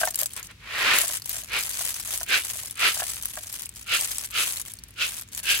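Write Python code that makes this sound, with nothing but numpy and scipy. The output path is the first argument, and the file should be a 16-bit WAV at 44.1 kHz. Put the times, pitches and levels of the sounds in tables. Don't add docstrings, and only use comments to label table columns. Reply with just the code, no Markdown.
import sys
import numpy as np
from scipy import signal
from scipy.fft import rfft, irfft
from scipy.io import wavfile
from scipy.ndimage import uniform_filter1d

SR = 44100
rng = np.random.default_rng(int(sys.argv[2]) if len(sys.argv) > 2 else 0)


def waveform_to_disk(signal):
    frames = np.transpose(np.atleast_2d(signal))
    scaled = np.clip(frames, -1, 1) * 32767
    samples = np.round(scaled).astype(np.int16)
    wavfile.write(sys.argv[1], SR, samples)


N = 246959

# fastest_slide_s, level_db, rise_20db_s, fall_20db_s, ring_hz
SHAKES = [(0.376, -40, .03, .07, 1700), (0.508, -46, .04, .033, 1850), (0.925, -19.7, .26, .12, 1850),
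          (1.565, -24.8, .077, .072, 2250), (2.342, -19.2, .068, .072, 1550),
          (2.857, -17.6, .082, .078, 1310), (3.942, -21.3, .074, .069, 1380),
          (4.385, -22.5, .066, .095, 1320), (5.025, -23.5, .056, .07, 1430), (5.508, -21.3, .07, .1, 1620)]


def rasp(gain_db=1.44, slips_per_s=7000, spread_db=2.0, slip_s=0.00069, split_hz=3200,
         treble_lag_s=0.002, grains=16, size=200):
    # freq_hz, level_db
    full = [(100, -23), (200, -20), (450, -11), (800, -13), (1100, -5), (1700, -1.5), (2300, 3.5),
            (3500, -6), (5500, -14.5), (15000, -27)]
    half = [(100, -37.5), (400, -15), (900, -21), (1350, -9), (1900, -4), (2400, 4.5), (3200, -4),
            (5000, -11.5), (15000, -38.5)]
    light = [(150, -34.5), (500, -22.5), (900, -33), (1150, -20), (1480, -13.5), (1850, -13.5), (2650, 2.5),
             (3600, -8), (5000, -13), (15000, -28)]
    # full_s, half_s, light_s
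    load_times_s = [0.51, 2.2, 5.25]
    t = np.arange(N) / SR
    fade = np.exp(-t[:size] / slip_s)
    slips = sum(play(impacts(slips_per_s / grains, spread_db), fade * rng.standard_normal((2, size)))
                for _ in range(grains))
    shares = [np.interp(t, load_times_s, row) for row in np.eye(3)]
    scrape = sum(share * unit(colour(slips, tone)) for share, tone in zip(shares, (full, half, light)))
    dull = signal.sosfiltfilt(signal.butter(2, split_hz, fs=SR, output="sos"), scrape)
    early, late = (sum(slide(shake, lag_s) for shake in SHAKES) for lag_s in (0, treble_lag_s))
    return amp(gain_db) * (dull * early + (scrape - dull) * late)


def slide(shake, lag_s=0, friction=0.03):
    fastest_s, level_db, rise_s, fall_s, _ = shake
    t = np.arange(N) / SR - fastest_s - lag_s
    away = t / np.where(t < 0, rise_s, fall_s)
    push = amp(20 - 20 * np.sqrt(1 + 3 * away ** 2))
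    return amp(level_db) * np.maximum(push - friction, 0)


def pan_ring(gain_db=-12, lead_s=0.0061, width_hz=190):
    rub, out = rng.standard_normal((2, N)), np.zeros((2, N))
    for shake in SHAKES:
        ring_hz = shake[-1]
        mode = signal.iirpeak(ring_hz, ring_hz / width_hz, fs=SR)
        ring = signal.lfilter(*mode, signal.lfilter(*mode, rub))
        out += unit(ring) * slide(shake, -lead_s)
    return amp(gain_db) * out


def tumble(gain_db=1.6, shells_per_s=480, spread_db=3.0, thinning=0.8, fizz_db=-19, clump_db=3.5, count=36):
    # freq_hz, level_db
    spectrum = [(150, -37), (250, -19.5), (499, -13), (729, -13), (852, -12.5), (1080, -8.5), (1180, -9),
                (1790, -7), (2570, -4.5), (5130, -4.5), (7900, 0.5), (10200, 0.5), (15500, -9.5)]
    flow = shell_flow()
    clumps = amp(clump_db * unit(uniform_filter1d(rng.standard_normal(N), size=700)))
    density = unit(flow) ** thinning
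    clicks = np.zeros((2, N))
    for ring_hz in np.linspace(1800, 15000, count):
        buried = shell(ring_hz, ring_s=0.001)
        clicks += play(impacts(density * clumps * shells_per_s / count, spread_db), buried)
    levelled = unit(clicks) / np.sqrt(density + 0.0042)
    fizz = amp(fizz_db) * rng.standard_normal((2, N))
    return amp(gain_db) * flow * unit(colour(levelled + fizz, spectrum))


def shell_flow(swell_db_per_s=255, thin_db=7.5, stop_db_per_s=222):
    # start_s, level_db, length_s
    spills = [(0.0, -27.5, 0.077), (0.208, -28, 0.016), (0.377, -34.5, 0.047), (0.793, -40, 0.28),
              (0.963, -26, 0.21), (1.3, -32.5, 0.14), (1.576, -30.5, 0.26), (1.787, -30.5, 0.34),
              (2.127, -32, 0.092), (2.346, -28, 0.11), (2.482, -33, 0.19), (2.824, -28, .19),
              (2.995, -34, 0.48), (3.553, -34.5, 0.08), (3.778, -44, 0.066), (3.947, -29.5, 0.32),
              (4.401, -27, 0.17), (4.6, -34.5, 0.098), (4.895, -46, 0.0091), (5.049, -34, 0.17),
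              (5.371, -34, 0.053), (5.504, -26, 0.12)]
    envelopes = []
    for start_s, level_db, length_s in spills:
        t = np.arange(N) / SR - start_s
        early_s, late_s = np.maximum(-t, 0), np.maximum(t - length_s, 0)
        progress = np.clip(t / length_s, 0, 1)
        envelopes.append(amp(level_db - swell_db_per_s * early_s - thin_db * progress
                             - stop_db_per_s * late_s))
    return np.linalg.norm(envelopes, axis=0)


def shell(ring_hz, ring_s=0.0014, crack_s=0.00094, crack=1.02, scatter_s=0.0087, scatter=0.34,
          rise_s=0.0002, size=1300, side_modes=4):
    t = np.arange(size) / SR
    modes_hz = np.r_[ring_hz, ring_hz * rng.uniform(.55, 1.55, side_modes)].clip(0, SR / 2)[:, None]
    weights = np.r_[1, rng.uniform(.2, .6, side_modes)][:, None]
    phase = 2 * np.pi * (modes_hz * t + rng.random((2, side_modes + 1, 1)))
    ring = (weights * np.sin(phase)).sum(1) * np.exp(-t / ring_s)
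    burst_fade = crack * np.exp(-t / crack_s) + scatter * np.exp(-t / scatter_s)
    burst = rng.standard_normal((2, size)) * burst_fade
    return unit((ring + burst) * (1 - np.exp(-t / rise_s)))


def clacks(gain_db=-15.5, graze_s=0.00075, graze_db=-17, decay_spread=0.31, ring_s=0.0028, crack_s=0.0012):
    # start_s, level_db, ring_hz
    landings = [(0.0528, -12.5, 10660), (0.0732, -18, 5840), (0.1077, -19, 8400), (0.1435, -17.5, 5000),
                (0.1562, -11.5, 9060), (0.1891, -11, 9280), (0.214, -12, 11800), (0.2315, -12, 12400),
                (0.2577, -11.5, 7730), (0.3338, -24, 8410), (0.985, -5, 11800), (1.014, -9.5, 7180),
                (1.2574, -18.5, 11300), (1.293, -13, 12100), (1.3644, -20.5, 7490), (2.1748, -14.5, 8200),
                (2.2308, -15, 10400), (2.6574, -22, 10300), (2.7087, -19.5, 10600), (2.9432, -20, 9200),
                (3.2236, -19, 12400), (3.255, -12.5, 10440), (3.469, -24, 6350), (3.526, -21, 11300),
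                (3.6194, -19.5, 11340), (3.6568, -21, 7950), (3.691, -24.5, 8110), (3.7584, -28.5, 6840),
                (4.0095, -12.5, 8200), (4.1824, -14.5, 8000), (4.252, -21, 7740), (4.7362, -23.5, 10600),
                (4.787, -28.5, 4360), (4.8363, -26, 10000), (5.348, -20, 7250)]
    # freq_hz, level_db
    body = ((300, -19), (1500, -11), (4000, -4), (9000, 0), (15000, -1))
    out = np.zeros((2, N))
    for start_s, level_db, ring_hz in [*landings, *strays()]:
        stretch = np.exp(decay_spread * rng.standard_normal())
        strike = shell(ring_hz, ring_s=ring_s * stretch, crack_s=crack_s * stretch, scatter=0.14)
        add(out, start_s, amp(level_db + graze_db) * shell(ring_hz))
        add(out, start_s + graze_s, amp(level_db) * strike)
    return amp(gain_db) * colour(out, body)


def strays(gain_db=12.5, spread_db=3, linger_s=0.034, low_hz=2570, high_hz=12920, count=110):
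    pole = np.exp(-1 / (linger_s * SR))
    lingering = signal.lfilter([1 - pole], [1, -pole], shell_flow())
    jitter, pitch, force = rng.random((count, 3)).T
    at = ((np.arange(count) + jitter) / count * (N - 1)).astype(int)
    level_db = 20 * np.log10(lingering[at] + 1e-9) + gain_db + spread_db * (2 * force - 1)
    return np.c_[at / SR, level_db, np.interp(pitch, [0, 1], [low_hz, high_hz])]


def knocks(gain_db=-1, place_db=3, detune=0.047, rise_s=0.0009, skew_rad_per_hz=0.00087,
           squash=0.2, squash_s=0.006, size=6000):
    # start_s, level_db
    landings = [(0.013, -18), (0.032, -8), (0.073, -16), (0.222, -25), (1.037, -25.5), (1.097, -27),
                (1.807, -29.5), (2.081, -33), (2.211, -25.5), (2.969, -27), (2.999, -25.5), (3.02, -19),
                (3.371, -24.5)]
    # freq_hz, level_db, t60_s
    tray_modes = [(635, -0.5, 0.07), (666, -2.5, 0.075), (747, -4.5, 0.085), (1080, -1.5, 0.038),
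                  (1350, -1, 0.017), (1641, 3, 0.044)]
    out, t = np.zeros((2, N)), np.arange(size) / SR
    mode_hz, mode_db, t60_s = np.transpose(tray_modes)[:, :, None]
    squash_band = signal.butter(2, [620, 2000], "bandpass", fs=SR, output="sos")
    for start_s, level_db in [*landings, *bumps()]:
        polarity, load, place = rng.standard_normal((3, len(tray_modes), 1))
        phase = 2 * np.pi * mode_hz * (1 + detune * load) * t + np.pi * (polarity > 0)
        fade = amp(mode_db + place_db * place - 60 * t / t60_s)
        ring = np.array([(fade * np.sin(phase + skew * mode_hz)).sum(0) for skew in (skew_rad_per_hz, 0)])
        noise = unit(signal.sosfilt(squash_band, rng.standard_normal(size)))
        splat = squash * fade[:, 0].sum() * noise * np.exp(-t / squash_s)
        hit = (ring + splat) * (1 - np.exp(-t / rise_s))
        add(out, start_s, amp(level_db + gain_db) * hit / abs(hit).max())
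    return out


def bumps(loss_db_per_s=1.0, count=30):
    at = rng.integers(0, N, count)
    flow_db = 20 * np.log10(shell_flow()[at] + 1e-9)
    return np.c_[at / SR, flow_db - loss_db_per_s * at / SR]


def distant_hum(waver_rad=0.9, waver_s=0.052):
    # pitch_hz, rms_db
    partials = [(51.8, -61.5), (102.9, -60.5)]
    t = np.arange(N) / SR
    knots_s = np.arange(0, t[-1] + 1, waver_s)
    drift = np.interp(t, knots_s, rng.standard_normal(len(knots_s)))
    return sum(amp(db) * unit(np.sin(2 * np.pi * hz * t + waver_rad * drift)) for hz, db in partials)


def outdoor_air(gain_db=-52.5):
    # freq_hz, level_db
    spectrum = [(22, -34), (38, -17), (52, 3.5), (85, -2.5), (150, -7.5), (300, -14), (700, -30),
                (2500, -17), (6000, -25), (15000, -36)]
    return amp(gain_db) * unit(colour(rng.standard_normal((2, N)), spectrum, size=16384))


def spaced_pair(x):
    # freq_hz, correlation
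    likeness = [(100, 0.98), (650, 0.87), (1400, 0.48), (2400, 0), (15000, 0)]
    # freq_hz, left_minus_right_db
    balance = [(100, 0.78), (1500, 1.3), (4500, 0.2), (8000, 2.3), (13000, 4.4)]
    hz, spectrum = np.fft.rfftfreq(N, 1 / SR), rfft(x)
    blend_rad = np.arcsin(np.clip(read(likeness, hz), -1, 1)) / 2
    gains = amp(np.outer([.5, -.5], read(balance, hz)))
    return irfft((np.cos(blend_rad) * spectrum + np.sin(blend_rad) * spectrum[::-1]) * gains, N)


def impacts(per_s, spread_db):
    force = np.minimum(rng.exponential(1, N), 3.2)
    return amp(spread_db * force) * (rng.random(N) < per_s / SR)


def play(blows, grain):
    return signal.oaconvolve(blows[None], grain, axes=1)[:, :N]


def colour(x, points, size=4096):
    log_gain = np.log(amp(read(points, abs(np.fft.fftfreq(size, 1 / SR)))))
    taps = np.fft.ifft(np.exp(np.conj(signal.hilbert(log_gain)))).real[:size // 2]
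    return signal.oaconvolve(x, taps[None], axes=1)[:, :N]


def read(points, hz):
    points_hz, values = np.transpose(points)
    return np.interp(np.log(hz + 1), np.log(points_hz + 1), values)


def add(mix, start_s, sound):
    part = mix[:, max(round(start_s * SR), 0):][:, :sound.shape[1]]
    part += sound[:, :part.shape[1]]


def amp(db):
    return 10 ** (np.asarray(db) / 20)


def unit(x):
    return x / np.sqrt(np.mean(x ** 2) + 1e-20)


def scene():
    hum, air = distant_hum(), outdoor_air()
    return spaced_pair(rasp() + pan_ring() + tumble() + clacks() + air) + knocks() + hum


def record(dry, cutoff_hz=16000):
    taps = signal.firwin(401, cutoff_hz, window=("kaiser", 8), fs=SR)
    return signal.oaconvolve(dry, taps[None], "same")


dry = scene()
out = record(dry)
waveform_to_disk(out)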